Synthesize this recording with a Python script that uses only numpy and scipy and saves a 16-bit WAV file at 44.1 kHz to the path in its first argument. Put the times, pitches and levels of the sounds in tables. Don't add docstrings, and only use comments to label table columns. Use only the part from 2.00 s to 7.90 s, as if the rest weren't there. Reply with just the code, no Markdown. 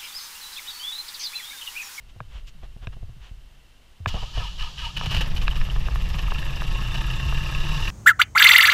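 import sys
import numpy as np
from scipy import signal
from scipy.fft import rfft, irfft
from scipy.io import wavfile
from scipy.ndimage import uniform_filter1d

SR = 44100
rng = np.random.default_rng(int(sys.argv[2]) if len(sys.argv) > 2 else 0)


def bounce(signal):
    frames = np.transpose(np.atleast_2d(signal))
    limited = np.clip(frames, -1, 1)
    pcm = np.round(limited * 32767).astype(np.int16)
    wavfile.write(sys.argv[1], SR, pcm)


N = 260322
TIME, FREQS = np.arange(N) / SR, np.fft.rfftfreq(N, 1 / SR)
EDGE_HZ = 15350

# (frequency [Hz], relative density [dB]).
AIR_SPECTRUM = [(35, -25), (60, -1), (246, -7), (390, -11), (727, -12.5), (1420, -14), (2200, -14),
                (2530, -17), (2710, -8), (3190, -14.5), (3580, -15), (3840, -15), (4310, -17.5),
                (6530, -22.5), (15000, -30.5)]
AIR_DB = -59.5
RUMBLE_SPECTRUM = [(12, 6.5), (27, -1), (43, 1.5), (55, -4.5), (90, -17.5), (130, -16.5), (180, -33.5)]
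CALM_DB, CRANK_SHAKE_DB, IDLE_SHAKE_DB, SHAKE_DB_PER_OCTAVE = -53, -28, -21, -5.5
FOOTWORK_DB, FOOTWORK_END_S = -44.5, 1.4
JOLT_S, JOLT_DB = 3.1, -18.5
THUD_ROCK_DB, ROCK_RISE_S, ROCK_DECAY_S = -11.5, 0.018, 0.18

# (middle [s], nominal length [s], level [dB], tilt [dB per octave])
SCUFFS = [(0.1, 0.032, -57, 6), (0.358, 0.12, -51, 4), (0.484, 0.038, -49.5, 9), (0.642, 0.052, -52, 1),
          (0.839, 0.045, -49, 1), (0.934, 0.029, -51, 1), (1.255, 0.11, -52.5, 4), (2.086, 0.026, -33.5, 8)]
SCUFF_SPECTRUM = [(200, 6), (600, 14), (1200, 10.5), (2200, 4.5), (3000, 9), (4500, -6), (7000, -14),
                  (10000, -34), (15000, -37)]

# (time [s], level [dB], nominal boom frequency [Hz], t60 [s], slap relative to boom [dB])
THUDS = [(0.162, -38.5, 93, 0.3, -3.5), (0.207, -30.5, 108.6, 0.14, -9), (0.354, -28.5, 42.9, 0.38, -24.5),
         (0.548, -49, 162, 1, -18.5), (.632, -28, 43.3, 0.19, -8), (.764, -26, 89, 0.021, -15.5),
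         (.826, -25.5, 47.7, 0.092, -27.5), (0.872, -21, 92, 0.071, -10), (.967, -28, 81, 0.034, -11.5),
         (1.028, -28.5, 88, 0.16, -9), (1.092, -35.5, 108, 0.24, -10), (1.166, -38, 112, 0.14, -28),
         (1.313, -26.5, 57, 0.06, -23), (2.003, -31, 84.4, 0.57, -14), (2.069, -14.5, 85.5, 0.076, -13),
         (2.147, -19, 53.6, 0.11, -12), (2.376, -17, 92, 0.093, -32), (5.26, -13.5, 62.7, 0.15, -17)]
# (frequency [Hz], relative level [dB], t60 [s])
SLAP_MODES = [(192, 4, 0.017), (364, 1, 0.023), (487, -4, 0.029), (656, -3.5, 0.029), (1040, -4, 0.012)]

# (time [s], peak [dB], brightness [dB per octave])
CLACKS = [(.204, -21.5, -4), (.871, -23, 10), (2.0597, -7.5, 1), (3.012, -17, -2), (3.4802, -10, 8.5),
          (3.614, -22.5, 9), (3.688, -30, -6), (3.762, -25, -5), (3.885, -20.5, -4), (3.958, -19, -1),
          (4.32, -15.5, -2), (4.62, -18.5, -2), (5.325, -18, -3.5)]
# (nominal frequency [Hz], relative level [dB], t60 [s])
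CLACK_MODES = [(464, -19, 0.048), (632, -12.5, 0.025), (1120, 11.5, 0.006), (1693, -6, 0.023),
               (2530, 4, 0.006), (3750, -13, 0.0077), (5230, -22.5, 0.0052)]

# (start [s], length [s], gear noise [dB], share of speed lost [1])
COMPRESSIONS = [(2.078, .155, -41, 0.34), (2.333, 0.12, -36, 0.42), (2.577, 0.068, -35, .42),
                (2.769, 0.097, -35.5, 0.48), (2.953, .09, -38, .36), (3.082, 0.12, -34.5, 0.06)]
LOAD_RISE_S, LOAD_RELEASE_S, RECOVER_S = 0.021, 0.038, .06
ENGAGE_S, RELEASE_S, COAST_DB = 2.07, 3.3, -59
MESH_HZ, SPIN_UP_SHARE, SPIN_UP_S = 1694, .48, .14
GEARS_SPECTRUM = [(250, -31), (650, -15), (950, -11), (1250, -12), (1450, -19), (1700, -4), (2000, -13),
                  (2900, 5), (3500, -3.5), (5600, -10.5), (6400, -17.5), (9000, -28), (13000, -30),
                  (15000, -46)]
SPIN_SPECTRUM = [(300, -7.5), (1000, -4.5), (2000, -16), (3000, 4), (5400, -5), (7500, -12.5), (8800, -27),
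                 (10300, -21), (15000, -33)]

# (time [s], level [dB])
LURCHES = [(2.142, -26.5), (2.161, -33.5), (2.226, -34), (2.372, -29), (2.401, -32), (3.03, -31.5)]
MOUNTS_SPECTRUM = [(110, 7), (170, 10.5), (260, -18.5), (480, 0), (850, 0.5), (1300, -10), (1800, -14.5),
                   (2600, -22)]
LURCH_RISE_S, LURCH_DECAY_S = 0.0016, 0.013

# (time [s], firing rate [1/s])
SPEED = [(3.1, 20.88), (3.4, 18.95), (3.55, 22.15), (3.8, 18.6), (4.05, 21.86), (4.25, 24.68),
         (4.45, 27.86), (4.6, 26.6), (4.8, 30.32), (5.1, 31.99), (5.35, 34.17), (5.6, 34.66), (5.9, 39.98)]
FIRST_FIRING_S, IDLE_FIRINGS_PER_S = 3.121, 20
CYLINDERS_DB = [-0.9, -1.3, -2.5, 1.1, -2.5, -4]
BLOCK_SPECTRUM = [(150, -30.5), (250, -7.5), (500, -5.5), (800, -6), (1200, -6), (1480, -14.5),
                  (1800, -6.5), (2100, -9.5), (2500, -7.5), (3100, -6.5), (4200, -13.5), (5500, -16),
                  (8500, -33.5), (15000, -34.5)]
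# (frequency [Hz], width [Hz], level above the spectrum [dB])
BLOCK_MODES = [(334.4, 25, 12), (904, 72, 9.5), (1085, 33, 14), (1273, 84, 12), (1697, 210, 12),
               (2765, 128, 18), (2940, 68, 14), (3580, 126, 12.5), (3865, 115, 12.5), (4700, 30, 4.5),
               (6060, 26, 10), (6820, 72, 9), (7670, 760, 13), (10170, 890, 11.5)]
# (frequency [Hz], width [Hz], relative level [dB], place in firing cycle [cycles])
RATTLES = [(1176, 440, -15.5, 0.153), (1737, 380, -14.5, -0.019), (2616, 460, -10, -0.12),
           (2920, 490, -10.5, -0.24), (5120, 1330, -20.5, -0.38)]
TICK_SPECTRUM = [(2000, -20), (5000, 12), (7500, 6.5), (9000, 1), (10300, 3.5), (12000, 5), (13300, 3),
                 (15000, -15)]
EXHAUST_SPECTRUM = [(40, -25.5), (70, 3), (100, -5), (140, 1.5), (180, -4.5), (220, -15), (300, -29.5),
                    (600, -47.5)]
CLATTER_DB, CLATTER_DB_PER_OCTAVE = -41, 6
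EXHAUST_DB, EXHAUST_DB_PER_OCTAVE = -36, 0
FLARE_DB, FLARE_END_S, FLARE_FADE_S = 5, 3.21, .06

# (time [s], level [dB])
HARD_FIRINGS = [(2.965, -26), (3.033, -30), (3.058, -28.5), (3.108, -24.5), (3.124, -30), (3.143, -23.5),
                (3.165, -23), (3.207, -21), (3.364, -28.5), (3.414, -32.5), (3.554, -35.5), (4.184, -29),
                (4.383, -34), (4.942, -27)]
KNOCK_SPECTRUM = [(200, -5.5), (550, -1.5), (1150, -1.5), (1500, -4.5), (1800, 2.5), (2100, -8.5),
                  (2600, 5.5), (3150, -1), (3800, -2.5), (5500, -8.5), (8500, -22.5), (15000, -23)]
KNOCK_RISE_S, KNOCK_DECAY_S = 0.0017, 0.015

FAN_SPECTRUM = [(800, -6), (2500, 0.5), (4000, 1), (5700, 2), (7300, -12), (9000, -18.5), (15000, -17)]


def amp(db):
    return 10 ** (np.asarray(db) / 20)


def unit(x):
    return x / np.sqrt(np.mean(x ** 2) + 1e-20)


def curve(rows):
    rows = np.asarray(rows)
    return np.interp(TIME, rows[:, 0], rows[:, 1])


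def add(mix, s, sound):
    part = mix[max(round(s * SR), 0):][:len(sound)]
    part += sound[:len(part)]


def colour(x, points, modes=()):
    hz, db = np.transpose(points)
    octave = np.log2(FREQS + 1)
    level = np.interp(octave, np.log2(hz + 1), db)
    level -= 18 * np.maximum(np.log2(hz[0] + 1) - octave, 0)
    level -= 18 * np.maximum(octave - np.log2(hz[-1]), 0)
    power = 1 + sum((amp(d) ** 2 - 1) / (1 + (2 * (FREQS - f) / w) ** 2) ** 2 for f, w, d in modes)
    log_gain = np.log(np.maximum(amp(level) * np.sqrt(np.abs(power)), 1e-5))
    fold = np.r_[1, np.full(N // 2 - 1, 2), np.zeros(N - N // 2)]
    causal = irfft(log_gain, N) * fold
    return irfft(rfft(x) * np.exp(rfft(causal)), N)


def noise():
    return rng.standard_normal(N)


def drift(hz):
    return unit(irfft(rfft(noise()) / (1 + (FREQS / hz) ** 4), N))


def bursts(rows, rise_s, decay_s):
    out = np.zeros(N)
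    for s, db, *_ in rows:
        age_s = np.maximum(TIME - s, 0)
        out += amp(db) * np.exp(-age_s / decay_s) * (1 - np.exp(-age_s / rise_s))
    return out


def blows(cycles, place, rate, decay_s, cylinders_db, spread_db, rise_s=0.0011):
    number = np.floor(cycles - place).astype(int)
    age_s = (cycles - place - number) / rate
    chance_db = spread_db * rng.standard_normal(size=256)[number % 256]
    db = np.asarray(cylinders_db)[number % len(cylinders_db)] + chance_db
    return amp(db) * np.exp(-age_s / decay_s) * (1 - np.exp(-age_s / rise_s))


def with_speed(idle_db, db_per_octave):
    return amp(idle_db + db_per_octave * np.log2(curve(SPEED) / IDLE_FIRINGS_PER_S))


def load(start_s, length_s):
    release = np.exp(-np.maximum(TIME - start_s - length_s, 0) / LOAD_RELEASE_S)
    return np.clip((TIME - start_s) / LOAD_RISE_S, 0, 1) * release


def surroundings():
    air = amp(AIR_DB) * unit(colour(noise(), AIR_SPECTRUM, [(3100, 220, 4.6)]))
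    return air + shake() * unit(colour(noise(), RUMBLE_SPECTRUM))


def shake():
    footwork = amp(FOOTWORK_DB) * np.clip((FOOTWORK_END_S - TIME) / ROCK_DECAY_S, 0, 1)
    knocked = [amp(THUD_ROCK_DB) * bursts([row], ROCK_RISE_S, ROCK_DECAY_S) for row in THUDS]
    cranking = amp(CRANK_SHAKE_DB) * sum(load(start, length) for start, length, *_ in COMPRESSIONS)
    jolt = bursts([(JOLT_S, JOLT_DB)], ROCK_RISE_S, ROCK_DECAY_S)
    onset = np.clip((TIME - JOLT_S) / ROCK_RISE_S, 0, 1)
    running = with_speed(IDLE_SHAKE_DB, SHAKE_DB_PER_OCTAVE) * onset
    parts = [amp(CALM_DB), footwork, cranking, jolt, running, *knocked]
    return np.sqrt(sum(part ** 2 for part in parts))


def scuffs():
    out = np.zeros(N)
    rub = rfft(colour(noise() * amp(1.6 * drift(600)), SCUFF_SPECTRUM))
    for s, length, db, tilt_db in SCUFFS:
        swell = np.cos(np.pi * np.clip((TIME - s) / (length * 1.42), -.5, .5)) ** 2
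        tilted = unit(irfft(rub * amp(tilt_db * np.log2(FREQS + 1)), N))
        out += amp(db) * swell * tilted
    return out


def thuds():
    out, t = np.zeros(N), np.arange(SR // 3) / SR
    attack = 1 - np.exp(-t / .0012)
    slap = sum(amp(db - 60 * t / t60) * np.sin(2 * np.pi * hz * t) for hz, db, t60 in SLAP_MODES)
    for s, db, hz, t60, slap_db in THUDS:
        turns = np.cumsum(hz * (.85 + 0.47 * np.exp(-t / 0.0202))) / SR
        boom = amp(-60 * t / t60) * np.sin(2 * np.pi * turns)
        add(out, s, amp(db) * attack * (boom + amp(slap_db) * slap))
    return out


def clacks():
    out, t = np.zeros(N), np.arange(SR // 16) / SR
    detunes = rng.standard_normal((len(CLACKS), len(CLACK_MODES)))
    for (s, db, bright_db), detune in zip(CLACKS, detunes):
        ring = np.zeros(len(t))
        for k, ((hz, mode_db, t60), e) in enumerate(zip(CLACK_MODES, detune)):
            decay = amp(mode_db + bright_db * np.log2(hz / 1200) - 60 * t / t60)
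            ring += (-1) ** k * decay * np.sin(2 * np.pi * hz * (1 + .03 * e) * t)
        ring *= 1 - np.exp(-t / 0.00062)
        add(out, s, amp(db) * ring / np.abs(ring).max())
    return out


def mesh_hz():
    hz = MESH_HZ * (1 - SPIN_UP_SHARE * np.exp(-np.maximum(TIME - ENGAGE_S, 0) / SPIN_UP_S))
    for start, length, _, sag in COMPRESSIONS:
        recovery = np.exp(-np.maximum(TIME - start - length, 0) / RECOVER_S)
        drag = np.clip((TIME - start) / length, 0, 1) ** 2 * recovery
        hz = hz * (1 - sag * drag)
    return hz


def starter():
    turns = np.cumsum(mesh_hz() * (1 + .026 * drift(150))) / SR
    # (multiple of mesh rate, dB)
    partials = [(1, 0), (.75, -5), (1.25, -7), (2, -12), (3, -13)]
    whine = unit(sum(amp(db + 3 * drift(60)) * np.sin(2 * np.pi * k * turns) for k, db in partials))
    grind = unit(noise() * amp(2 * drift(150)))
    # (Hz, width Hz, dB above the spectrum)
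    housing = [(924, 105, 11.8), (1257, 82, 12.2), (1750, 98, 3.3), (2930, 105, 6.2)]
    gears = unit(colour(grind + .45 * whine, GEARS_SPECTRUM, housing))
    engaged = (TIME > ENGAGE_S) & (TIME < RELEASE_S)
    strain = amp(COAST_DB) + sum(amp(db) * load(start, length) for start, length, db, _ in COMPRESSIONS)
    powered = np.interp(TIME, [2.07, 2.1, 3.1, 3.25], [0, 1, 1, 0])
    motor = amp(-46.5) * unit(colour(noise(), SPIN_SPECTRUM))
    motor += amp(-50.5) * unit(colour(noise(), EXHAUST_SPECTRUM))
    return gears * strain * engaged + motor * powered


def lurches():
    return bursts(LURCHES, LURCH_RISE_S, LURCH_DECAY_S) * unit(colour(noise(), MOUNTS_SPECTRUM))


def block_and_chatter(firings, rate):
    combustion = blows(firings, -.22, rate, .009, CYLINDERS_DB, 2, rise_s=.003)
    piston_slap = blows(firings, .09, rate, .0012, CYLINDERS_DB, 3.5, rise_s=.0004)
    drive = unit(.66 + 1.1 * combustion + .9 * piston_slap) * unit(noise() * amp(2.2 * drift(500)))
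    ringing = np.clip((rate - 13) / 20, 0, 1)
    block = ringing * unit(colour(drive, BLOCK_SPECTRUM, BLOCK_MODES))
    block += (1 - ringing) * unit(colour(drive, BLOCK_SPECTRUM))
    chatter = np.zeros(N)
    for hz, width, db, place in RATTLES:
        ring = unit(irfft(rfft(noise()) / (1 + (2 * (FREQS - hz) / width) ** 4), N))
        hits = blows(firings, place, rate, .007, CYLINDERS_DB, 4, rise_s=.0015)
        chatter += amp(db) * unit(ring * hits)
    return with_speed(CLATTER_DB, CLATTER_DB_PER_OCTAVE) * (block + chatter)


def ticking(firings, rate):
    tick = blows(firings * 2 / 3, .03, rate * 2 / 3, .012, [0, 0], 2.2, rise_s=.005)
    ticks = amp(-57.0) * unit(colour(noise() * (tick + 0.25), TICK_SPECTRUM))
    return ticks + amp(-66) * unit(tick * np.sin(2 * np.pi * 12555 * TIME + 1.8 * drift(70)))


def exhaust_gas(firings, rate):
    puffs = unit(blows(firings, -.1, rate, .004, CYLINDERS_DB, 1.5))
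    gas = unit(colour(noise() * (1 + .3 * puffs), EXHAUST_SPECTRUM))
    gas += .6 * unit(colour(puffs, EXHAUST_SPECTRUM))
    flare = amp(FLARE_DB * np.exp(-np.maximum(TIME - FLARE_END_S, 0) / FLARE_FADE_S))
    return with_speed(EXHAUST_DB, EXHAUST_DB_PER_OCTAVE) * flare * unit(gas)


def pipe_boom(firings, rate):
    smooth = uniform_filter1d(firings, size=12001, mode="nearest")
    level = amp(-32 + .7 * drift(8)) / np.hypot(1, (4 * rate - 146) / 17)
    return level * np.sin(2 * np.pi * 4 * smooth + .2 * drift(6))


def engine():
    rate = curve(SPEED)
    firings = np.cumsum(rate) / SR
    firings -= np.interp(FIRST_FIRING_S, TIME, firings)
    running = np.clip((TIME - 3.2) / 0.019, 0, 1)
    clatter = block_and_chatter(firings, rate)
    ticks = ticking(firings, rate)
    exhaust = exhaust_gas(firings, rate)
    boom = pipe_boom(firings, rate)
    rocking = amp(-32.5) * np.sin(2 * np.pi * firings + 1.85 * drift(1.7))
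    return running * (clatter + ticks + boom + rocking) + exhaust * np.clip((TIME - 2.9) / 0.19, 0, 1)


def catch():
    crackle = noise() * amp(3.5 * drift(700))
    knock = unit(colour(crackle, KNOCK_SPECTRUM, [(2980, 224, 11.1), (2700, 79, 3.7)]))
    return bursts(HARD_FIRINGS, KNOCK_RISE_S, KNOCK_DECAY_S) * knock


def fan():
    speed = curve(SPEED) / SPEED[-1][1]
    onset = np.clip((TIME - 3.1) / 0.15, 0, 1)
    return amp(-41.0) * speed ** 4.8 * onset * unit(colour(noise(), FAN_SPECTRUM))


def scene():
    before = surroundings() + scuffs() + thuds() + clacks()
    cranking = starter() + lurches()
    return (before + cranking + engine() + catch() + fan())[None]


def record(dry):
    lowpass = signal.firwin(511, EDGE_HZ, window=("kaiser", 9), fs=SR)
    return signal.oaconvolve(dry, lowpass[None], "same")


dry = scene()
out = record(dry)
bounce(out)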